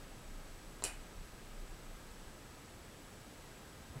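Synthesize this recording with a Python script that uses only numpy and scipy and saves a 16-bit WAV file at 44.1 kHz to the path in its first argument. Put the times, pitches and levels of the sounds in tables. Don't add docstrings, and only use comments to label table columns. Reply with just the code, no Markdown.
import sys
import numpy as np
from scipy import signal
from scipy.fft import rfft, irfft
from scipy.io import wavfile

SR = 44100
rng = np.random.default_rng(int(sys.argv[2]) if len(sys.argv) > 2 else 0)


def wrap_up_sound(samples):
    columns = np.atleast_2d(samples).T
    tamed = np.clip(columns, -1, 1)
    steps = np.round(tamed * 32767).astype(np.int16)
    wavfile.write(sys.argv[1], SR, steps)


N = 176400

# frequency in Hz, level in dB, t60 in seconds.
BUTTON_MODES = [(324, -38, .03), (1000, -36, 0.014), (4120, -41, .007), (6100, -47, .004),
                (7360, -40, 0.0044)]
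# frequency in Hz, level in dB, t60 in seconds.
SNAP_MODES = [(392, -41, 0.023), (750, -36, 0.0075), (1970, -47, 0.0032), (2480, -49.5, 0.039),
              (2973, -42.5, 0.029), (4060, -45.5, 0.016), (4730, -41.5, .009), (5520, -37.5, 0.0067),
              (7450, -19, 0.0029), (8600, -40, .01), (8800, -43, .01), (9390, -17, 0.0018),
              (11220, -39, 0.011), (12890, -41, 0.0087)]
# delay in seconds, gain in dB.
REFLECTIONS = [(.00042, -10), (.0015, -4.5), (.0047, -6), (.0077, -14), (0.0113, -6), (.0140, -12),
               (.0205, -24)]
# band centre in Hz, gain in dB, t60 in seconds, build-up in seconds.
ROOM_BANDS = [(150, 4, .4, .004), (400, 5, 0.16, .006), (1000, 5, 0.33, 0.0068), (2110, 12, 0.4, 0.014),
              (3100, 6, 0.26, .016), (5040, 7.5, 0.2, 0.0032), (7760, -3.5, 0.27, 0.0034),
              (11300, 5, 0.21, 0.0022), (15000, 4, .21, .006)]
# start in seconds, level in dB, pitch in Hz.
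FOOTFALLS = [(3.895, -47, 62), (3.952, -39, 135)]
# frequency in Hz, relative level in dB.
HISS_SPECTRUM = [(35, -19), (50, -4.5), (75, -6.5), (150, -9), (300, -12), (520, -15), (1100, -20),
                 (2000, -22.5), (3000, -25.5), (7000, -29.5), (10000, -32), (13000, -36), (15500, -40.5)]
# centre in Hz, half-width in Hz, boost in dB.
HISS_RESONANCES = [(1276, 57, 4), (1614, 58, 4), (2670, 79, 0.5), (7770, 190, 2.5)]
# time in seconds, rms level in dB.
RUMBLE_LEVELS = [(0, -51), (.8, -53.5), (1.25, -49), (1.9, -52.5), (2.35, -53.5), (2.6, -65.5),
                 (3.3, -64.5), (4, -60.5)]
# frequency in Hz, rms level in dB.
WHINE_TONES = [(7792, -80.5), (7853, -78.5), (7882, -76), (7941, -81), (12925, -91), (13517, -87)]

PRESS_S, SNAP_S = .8232, .8390
CONTACT_CUTOFF_HZ, PRESS_SEND_DB = 11800, -5.5
CRACK_IMPULSE_DB, CRACK_CUTOFF_HZ = -18, 9000
THUD_PEAK_S, THUD_HALF_WIDTH_S = .017, .012
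SCUFF_PEAK_S, SCUFF_HALF_WIDTH_S, SCUFF_GAIN_DB, SCUFF_CUTOFF_HZ = .008, .033, -15, 800
HISS_RMS_DB = -54.5
RUMBLE_HZ, RUMBLE_HALF_WIDTH_HZ = 29.2, 6.4
WHINE_WANDER_HZ = 2.5
TOP_HZ = 15750


def clicker():
    press = ring(PRESS_S, BUTTON_MODES)
    snap = ring(SNAP_S, SNAP_MODES)
    pulse = crack()
    send = snap + undb(PRESS_SEND_DB) * press
    room = reflections(send + pulse) + reverberation(send) + reverberation(pulse)
    return press + snap + pulse + room


def ring(start_s, modes):
    t = np.maximum(np.arange(N) - np.round(start_s * SR), 0) / SR
    ringing = sum((-1) ** k * undb(db) * decay(t, t60_s) * np.sin(2 * np.pi * hz * t)
                  for k, (hz, db, t60_s) in enumerate(modes))
    return lowpass(ringing, CONTACT_CUTOFF_HZ)


def crack():
    impulse = undb(CRACK_IMPULSE_DB) * signal.unit_impulse(N, int(SNAP_S * SR))
    return lowpass(impulse, CRACK_CUTOFF_HZ)


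def reflections(x):
    return sum(undb(db) * np.roll(x, int(delay_s * SR)) for delay_s, db in REFLECTIONS)


def reverberation(x):
    t = np.arange(SR // 2) / SR
    log_hz = np.log(np.maximum(np.fft.rfftfreq(len(t), 1 / SR), 1))
    log_centres = np.log([row[0] for row in ROOM_BANDS])
    scatter = rfft(rng.standard_normal(len(t)))
    tail = 0
    for weights, (_, db, t60_s, build_s) in zip(np.eye(len(ROOM_BANDS)), ROOM_BANDS):
        envelope = decay(t, t60_s) * (1 - np.exp(-t / build_s))
        band = irfft(scatter * np.interp(log_hz, log_centres, weights), len(t))
        tail += undb(db) * band * envelope / np.linalg.norm(envelope)
    return signal.fftconvolve(x, tail)[:N]


def paws():
    friction = noise(lambda f: rolloff(f, SCUFF_CUTOFF_HZ))
    steps = 0
    for start_s, db, hz in FOOTFALLS:
        t = np.arange(N) / SR - start_s
        thud = bell(t, THUD_PEAK_S, THUD_HALF_WIDTH_S) * np.sin(2 * np.pi * hz * t)
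        scuff = undb(SCUFF_GAIN_DB) * bell(t, SCUFF_PEAK_S, SCUFF_HALF_WIDTH_S) * friction
        steps += undb(db) * (thud + scuff)
    return steps


def hiss():
    def gain(f):
        hz, db = np.array(HISS_SPECTRUM).T
        boost_db = sum(boost * bell(f, centre, width) for centre, width, boost in HISS_RESONANCES)
        return undb(np.interp(np.log(f), np.log(hz), db) + boost_db)
    return undb(HISS_RMS_DB) * noise(gain)


def rumble():
    times_s, db = np.array(RUMBLE_LEVELS).T
    envelope = undb(np.interp(np.arange(N) / SR, times_s, db))
    return envelope * noise(lambda f: rolloff(f - RUMBLE_HZ, RUMBLE_HALF_WIDTH_HZ))


def whine():
    wander_hz = WHINE_WANDER_HZ * noise(lambda f: rolloff(f, width_hz=4))
    tones = 0
    for hz, db in WHINE_TONES:
        cycles = np.cumsum(hz + wander_hz) / SR + rng.random()
        tones += np.sqrt(2) * undb(db) * np.sin(2 * np.pi * cycles)
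    return tones


def noise(gain):
    hz = np.maximum(np.fft.rfftfreq(N, 1 / SR), 1)
    x = irfft(rfft(rng.standard_normal(N)) * gain(hz), N)
    return x / x.std()


def undb(db):
    return 10 ** (np.asarray(db) / 20)


def decay(t, t60_s):
    return np.exp(-np.log(1000) * t / t60_s)


def bell(x, centre, half_width):
    return np.exp(-((x - centre) / half_width) ** 2)


def rolloff(hz, width_hz):
    return 1 / (1 + (hz / width_hz) ** 2)


def lowpass(x, cutoff_hz):
    return signal.sosfilt(signal.butter(2, cutoff_hz, fs=SR, output="sos"), x)


def scene():
    mono = clicker() + paws() + hiss() + rumble() + whine()
    return np.array([mono, mono])


def record(dry):
    return signal.sosfilt(signal.ellip(10, .1, 70, TOP_HZ, fs=SR, output="sos"), dry)


dry = scene()
out = record(dry)
wrap_up_sound(out)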